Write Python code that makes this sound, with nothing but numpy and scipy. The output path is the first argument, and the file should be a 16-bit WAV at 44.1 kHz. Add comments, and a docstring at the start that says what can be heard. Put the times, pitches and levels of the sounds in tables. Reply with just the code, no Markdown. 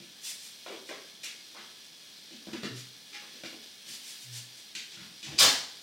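"""A hard-walled kitchen, the microphone near an electric moka pot that warms up on the counter.
Tiny bubbles simmer against the metal boiler, and short spurts of hiss come and go.
Soft knocks, thuds and clicks echo from across the room, over a faint rush of air.
A low hum swells twice, and near the end one sharp, loud spit rings the metal and fills the room."""
import sys
import numpy as np
from scipy import signal
from scipy.fft import rfft, irfft, next_fast_len
from scipy.io import wavfile
from scipy.ndimage import uniform_filter1d

SR = 44100
rng = np.random.default_rng(int(sys.argv[2]) if len(sys.argv) > 2 else 0)


def output_pcm(signal):
    """Save a mono or channel-first signal as 16-bit PCM at the path in sys.argv[1].

    Samples are clipped to [-1, 1] before scaling.
    """
    pcm = np.clip(np.atleast_2d(signal).T, -1, 1) * 32767
    wavfile.write(sys.argv[1], SR, np.round(pcm).astype(np.int16))


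N = 256794
T = np.arange(N) / SR

# envelopes of the spit's three parts (delay [s], attack [s], hold [s], release t60 [s], level [dB])
SPRAY_SWELL = (0, .016, .052, .14, -16.1)
BODY_SWELL = (.014, .018, .032, .12, -23.3)
SIZZLE_SWELL = (.014, .002, .003, .12, -20.3)
# spectra of the same three parts (frequency [Hz], level [dB])
SPRAY_SPECTRUM = [(700, -22), (1500, -17.5), (2400, -11.5), (3300, -4), (4800, -1.5), (6300, -7.5),
                  (8500, -11.5), (12000, -29.5), (15500, -34)]
BODY_SPECTRUM = [(45, -18), (160, -9.5), (250, -3.5), (380, -2.5), (520, -4), (800, -1), (1200, -3),
                 (2000, 1.5), (4000, -17)]
SIZZLE_SPECTRUM = [(5000, -2), (7500, -4), (10000, -0.5), (12000, -9), (14000, -1), (15500, -6)]
# modes of the pot's metal (frequency [Hz], level [dB], t60 [s])
METAL_MODES = [(557, -6, 0.36), (1113, -2.5, 0.25), (2360, -3, 0.25), (3010, -10, 0.56), (3280, -7, 0.26),
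               (4800, 1, 0.16), (6000, -3, 0.17), (6908, -19, .3), (8760, -18, .25)]


def spit(start_s=5.379, metal_db=-13):
    """A crackling spray bursts out with a fine sizzle, its body follows, and the metal rings on."""
    def part(envelope, spectrum, rate, spread_db):
        delay, *shape = envelope
        return colour(grains(rate, spread_db), spectrum) * swell(start_s + delay, *shape)

    spray = part(SPRAY_SWELL, SPRAY_SPECTRUM, rate=3000, spread_db=2.7)
    body = part(BODY_SWELL, BODY_SPECTRUM, rate=4000, spread_db=2.2)
    sizzle = part(SIZZLE_SWELL, SIZZLE_SPECTRUM, rate=3000, spread_db=2.7)
    burst = spray + body + sizzle
    ring = np.zeros(N)
    for hz, db, t60 in METAL_MODES:
        width_hz = np.log(1000) / (np.pi * t60)  # the longer a mode rings, the narrower it is
        ring += undb(db) * unit(resonate(burst, hz, width_hz))
    return burst, unit(ring) * np.std(burst) * undb(metal_db)


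# course of the simmer (time [s], wall ring level [dB], fizz level [dB])
SIMMER_LEVELS = [(0.0, -52, -63), (0.47, -50, -58), (1.05, -51, -64), (3.76, -50, -60), (4.1, -49, -55),
                 (4.57, -51, -61), (5.3, -49, -64)]
# resonances of the boiler (frequency [Hz], width [Hz], level [dB])
BOILER_MODES = [(1745, 76, -4.5), (2280, 100, -15), (2500, 60, -11), (3110, 43, -16), (3426, 270, -1),
                (3740, 200, -2), (4187, 290, 0), (4750, 214, -0.5), (5100, 230, -8.5), (5570, 180, -4.5),
                (7730, 770, -21), (10430, 130, -20)]
# spectrum of the finest bubbles (frequency [Hz], level [dB])
FIZZ_SPECTRUM = [(3000, 8.5), (6000, -1.5), (7200, -9.5), (8600, 2.5), (10500, -4), (12000, -8),
                 (13500, -1), (15500, -5)]


def simmer(ring_trim_db=-1.2, fizz_trim_db=.7, flutter_db=.57):
    """Tiny bubbles collapse on the hot floor of the boiler and ring its walls; the finest only fizz."""
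    times, ring_db, fizz_db = np.transpose(SIMMER_LEVELS)
    bubbles = grains(rate=14000, spread_db=1.8)
    walls = sum(undb(db) * resonate(bubbles, hz, width) for hz, width, db in BOILER_MODES)
    walls = unit(signal.sosfilt(butter(3, 1400, "high"), walls))
    walls *= undb(np.interp(T, times, ring_db) + ring_trim_db)
    fizz = colour(grains(rate=20000, spread_db=1.8), FIZZ_SPECTRUM)
    fizz *= undb(np.interp(T, times, fizz_db) + fizz_trim_db)
    return (walls + fizz) * undb(flutter_db * walk(rate=18))


# spurts of hiss (time [s], length [s], level [dB], treble lift [dB])
SPURT_EVENTS = [(0.198, .138, -38, 3.7), (0.358, .16, -48.7, 4.3), (0.849, .064, -47, -1),
                (1.224, .034, -37.7, 1), (2.742, .062, -40.5, -3), (3.83, .165, -43, 2),
                (3.99, .17, -45.5, 2.5), (4.174, .08, -50.5, 6), (4.302, .1, -39, 0),
                (4.523, .094, -52, 1.5)]
# spectrum of the hiss (frequency [Hz], level [dB])
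SPURT_SPECTRUM = [(700, -23), (1400, -15), (2100, -6.5), (4000, -2), (5600, -1), (7000, -5), (8700, -5),
                  (12000, -13), (15500, -21)]


def spurts(treble_hz=6500):
    """Short hisses open and close smoothly, some brighter than others."""
    flow, treble_flow = np.zeros((2, N))
    for s, length, db, lift_db in SPURT_EVENTS:
        puff = undb(db) * np.hanning(int(length * SR))
        add(flow, s, puff)
        add(treble_flow, s, puff * undb(lift_db))
    hiss = colour(rng.standard_normal(N), SPURT_SPECTRUM)
    treble = signal.sosfiltfilt(butter(2, treble_hz, "high"), hiss)
    return flow * (hiss - treble) + treble_flow * treble


# soft knocks, thuds and clicks echoing from across the kitchen
# (time [s], rattle decay [s], thud pitch [Hz], thud level [dB], knock pitch [Hz], knock level [dB])
DISTANT_KNOCKS = [(0.002, .005, 230, -54.5, 2300, -59), (0.662, .007, 480, -46.5, 1100, -48.5),
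                  (0.695, .03, 410, -43.3, 1100, -55.5), (0.890, .015, 455, -43, 1350, -47),
                  (1.234, .016, 400, -60, 2350, -44), (1.546, .045, 380, -56, 1250, -50),
                  (2.308, .014, 225, -50.5, 2500, -56), (2.471, .004, 220, -43, 1600, -56),
                  (2.532, .005, 265, -39, 1850, -47.5), (2.633, .005, 265, -37.7, 1950, -42.2),
                  (3.129, .016, 300, -64.5, 1950, -47.3), (3.220, .008, 340, -59, 1500, -56),
                  (3.335, .04, 320, -57, 2600, -58), (3.436, .006, 275, -46.5, 1800, -46.5),
                  (3.529, .007, 315, -52.5, 900, -66), (3.863, .035, 200, -58.5, 2500, -52),
                  (4.751, .01, 240, -59, 2650, -41.5), (4.917, .009, 298, -68, 2700, -52),
                  (4.970, .05, 185, -50, 1600, -54), (5.229, .018, 230, -54, 2700, -44.5),
                  (5.265, .035, 115, -47, 750, -54), (5.310, .04, 250, -46, 2400, -50.5),
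                  (5.417, .018, 100, -50, 2300, -50)]


def distant_knocks(click_above_hz=1500, click_over_db=1.8):
    """Each is a dull thud, a hollow knock and a bright click that follows the knock's pitch and level."""
    thuds, knocks, clicks = np.zeros((3, N))
    for s, decay_s, thud_hz, thud_db, knock_hz, knock_db in DISTANT_KNOCKS:
        click_hz, click_db = knock_hz + click_above_hz, knock_db + click_over_db
        add(thuds, s, knock_band(decay_s, thud_hz, thud_db, octaves=1.15, snap=.8, linger=1))
        add(knocks, s, knock_band(decay_s, knock_hz, knock_db, octaves=1, snap=.35, linger=.83))
        add(clicks, s, knock_band(decay_s, click_hz, click_db, octaves=1.25, snap=.55, linger=.83))
    return thuds, knocks, clicks


def knock_band(decay_s, hz, db, octaves, snap, linger, rebound_s=.02, rebound_db=-5):
    """One sharp impulse, a brief rattle and its rebound ring one band of a knock."""
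    t = T[:SR // 4]
    rattle_s = decay_s * linger
    rebound = undb(rebound_db) * (t > rebound_s) * np.exp(-np.maximum(t - rebound_s, 0) / rattle_s)
    push = grains(rate=6000, spread_db=2.5, size=len(t)) * (np.exp(-t / rattle_s) + rebound)
    # the briefer the knock, the more its first impulse stands out
    push[0] += snap * np.linalg.norm(push) * np.exp(-decay_s / .017)
    edges_hz = hz * 2 ** (np.array([-.5, .5]) * octaves)
    ring = signal.sosfilt(butter(2, edges_hz, "band"), push + 1e-18)
    # the level is the energy spread over a twentieth of a second
    return undb(db) * ring * np.sqrt(SR / 20 / np.sum(ring ** 2))


# swells of the low hum (time [s], attack [s], hold [s], level [dB])
HUM_SWELLS = [(2.695, .028, .052, -44.8), (4.23, .09, .06, -47.5)]


def hum(hz=123, waver=.013, release_t60_s=.42):
    """A low tone swells twice, wavering slightly in pitch."""
    phase = 2 * np.pi * np.cumsum(hz * (1 + waver * walk(rate=10))) / SR
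    gain = sum(swell(s, attack, hold, release_t60_s, db) for s, attack, hold, db in HUM_SWELLS)
    return np.sqrt(2) * np.sin(phase) * gain


def ping(start_s=3.135, hz=825, db=-47.5, bloom_s=.023, t60_s=.43):
    """One knock leaves a small ping that blooms and fades."""
    out, t = np.zeros(N), T[:SR // 2]
    envelope = undb(db) * (1 - np.exp(-t / bloom_s)) * fade(t, t60_s)
    add(out, start_s, envelope * np.sin(2 * np.pi * hz * t))
    return out


# room tone of the kitchen (frequency [Hz], level [dB])
AIR_SPECTRUM = [(25, -32), (60, -16), (110, -6.5), (210, 2.5), (350, -1), (600, -4.5), (1400, -9),
                (2400, -4), (5000, -13), (15000, -34)]


def air(level_db=-61.5, side_db=-4):
    """A faint, steady rush of air all around the microphone, as mid and side."""
    return [undb(level_db + db) * colour(rng.standard_normal(N), AIR_SPECTRUM) for db in (0, side_db)]


def echoes(direct, t60_s=.53, treble_t60_s=.39, early_db=-2, early_t60_s=.21, wall_s=.0145, wall_db=-5):
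    """One path to the microphone: direct sound, a bounce off the near wall, sparse echoes, a tail."""
    t = T[:int(.6 * SR)]
    noise = rng.standard_normal(len(t))
    low = signal.sosfiltfilt(butter(2, 7000, "low"), noise)
    build_up = 1 - np.exp(-t / .0086)
    tail = (low * fade(t, t60_s) + (noise - low) * fade(t, treble_t60_s)) * build_up
    early = grains(rate=900, spread_db=2, size=len(t)) * fade(t, early_t60_s)
    response = tail / np.linalg.norm(tail) + undb(early_db) * early / np.linalg.norm(early)
    response[0] += direct
    # the wall mirrors long waves whole and scatters the short ones
    bounce = np.hanning(SR // 900)
    add(response, wall_s, undb(wall_db) * bounce / bounce.sum())
    return response / np.linalg.norm(response)


def room(x, direct_db, side_db, shift_hz=14):
    """Mid shifts between two spots with their own echoes; side carries only echoes."""
    turn = np.pi * shift_hz * T
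    shares = np.sin(turn) ** 2, np.cos(turn) ** 2
    mid = sum(signal.oaconvolve(x * share, echoes(undb(direct_db)))[:N] for share in shares)
    side = undb(side_db) * signal.oaconvolve(x, echoes(direct=0))[:N]
    return np.array([unit(mid) * np.std(x), side])


def place(sound, left_db):
    """Mid and side to left and right, leaning a little to one side."""
    mid, side = sound
    return np.array([(mid + side) * undb(left_db / 2), (mid - side) * undb(-left_db / 2)])


def undb(db):
    """Decibels to gain."""
    return 10 ** (np.asarray(db) / 20)


def unit(x):
    """Scale to rms 1."""
    return x / np.sqrt(np.mean(x ** 2))


def butter(order, hz, kind):
    """Butterworth filter sections."""
    return signal.butter(order, hz, kind, fs=SR, output="sos")


def colour(x, spectrum):
    """Give a steady sound a smooth spectrum, at rms 1."""
    hz, db = np.transpose(spectrum)
    size = next_fast_len(len(x), real=True)
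    f = np.fft.rfftfreq(size, 1 / SR) + 1
    bass_rolloff = np.minimum(1, f / hz[0]) ** 2
    gain = undb(np.interp(np.log(f), np.log(hz), db))
    return unit(irfft(rfft(x, size) * bass_rolloff * gain, size)[:len(x)])


def resonate(x, hz, width_hz):
    """Two-pole resonance, gain 1 at its centre."""
    return signal.lfilter(*signal.iirpeak(hz, hz / width_hz, fs=SR), x)


def grains(rate, spread_db, size=N):
    """Random clicks of uneven size, so many a second."""
    out, count = np.zeros(size), int(rate * size / SR) + 1
    clicks = rng.standard_normal(count) * undb(spread_db * np.minimum(rng.exponential(size=count), 4))
    out[rng.integers(0, size, count)] = clicks
    return unit(out)


def walk(rate):
    """Slow random wander at rms 1, so many steps a second."""
    hold = int(SR / rate)
    steps = np.repeat(rng.standard_normal(N // hold + 1), hold)
    return unit(uniform_filter1d(steps, hold)[:N])


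def fade(t, t60):
    """Exponential decay, 60 dB down at t60."""
    return np.exp(-np.log(1000) * t / t60)


def swell(s, attack_s, hold_s, t60_s, db):
    """Gain over time: a straight rise, a hold, an exponential release."""
    rise = np.clip((T - s) / attack_s, 0, 1)
    return undb(db) * rise * fade(np.maximum(T - s - attack_s - hold_s, 0), t60_s)


def add(out, s, x):
    """Mix a sound in at a given time."""
    i = max(0, int(s * SR))
    out[i:i + len(x)] += x[:N - i]


def scene():
    """The simmer close, the knocks far off in the echoes; a narrow image just left of centre."""
    burst, ring = spit()
    thuds, knocks, clicks = distant_knocks()
    steady = room(simmer(), direct_db=7.5, side_db=-22)
    dull = room(thuds, direct_db=-3.5, side_db=-20.5)
    bright = room(knocks + clicks + spurts(), direct_db=-6, side_db=-16)
    loud = room(burst, direct_db=-5, side_db=-15.7)
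    events = place(loud, left_db=.8) + place(dull + bright, left_db=.65)
    bed = place(steady + air(), left_db=-.05)
    return events + bed + ring + hum() + ping()


def record(dry, low_cut_hz=60, top_hz=15850):
    """The microphone thins the deep bass and cuts the top."""
    thin = signal.sosfilt(butter(2, low_cut_hz, "high"), dry)
    return signal.sosfilt(signal.ellip(10, .2, 80, top_hz, fs=SR, output="sos"), thin)


dry = scene()
out = record(dry)
output_pcm(out)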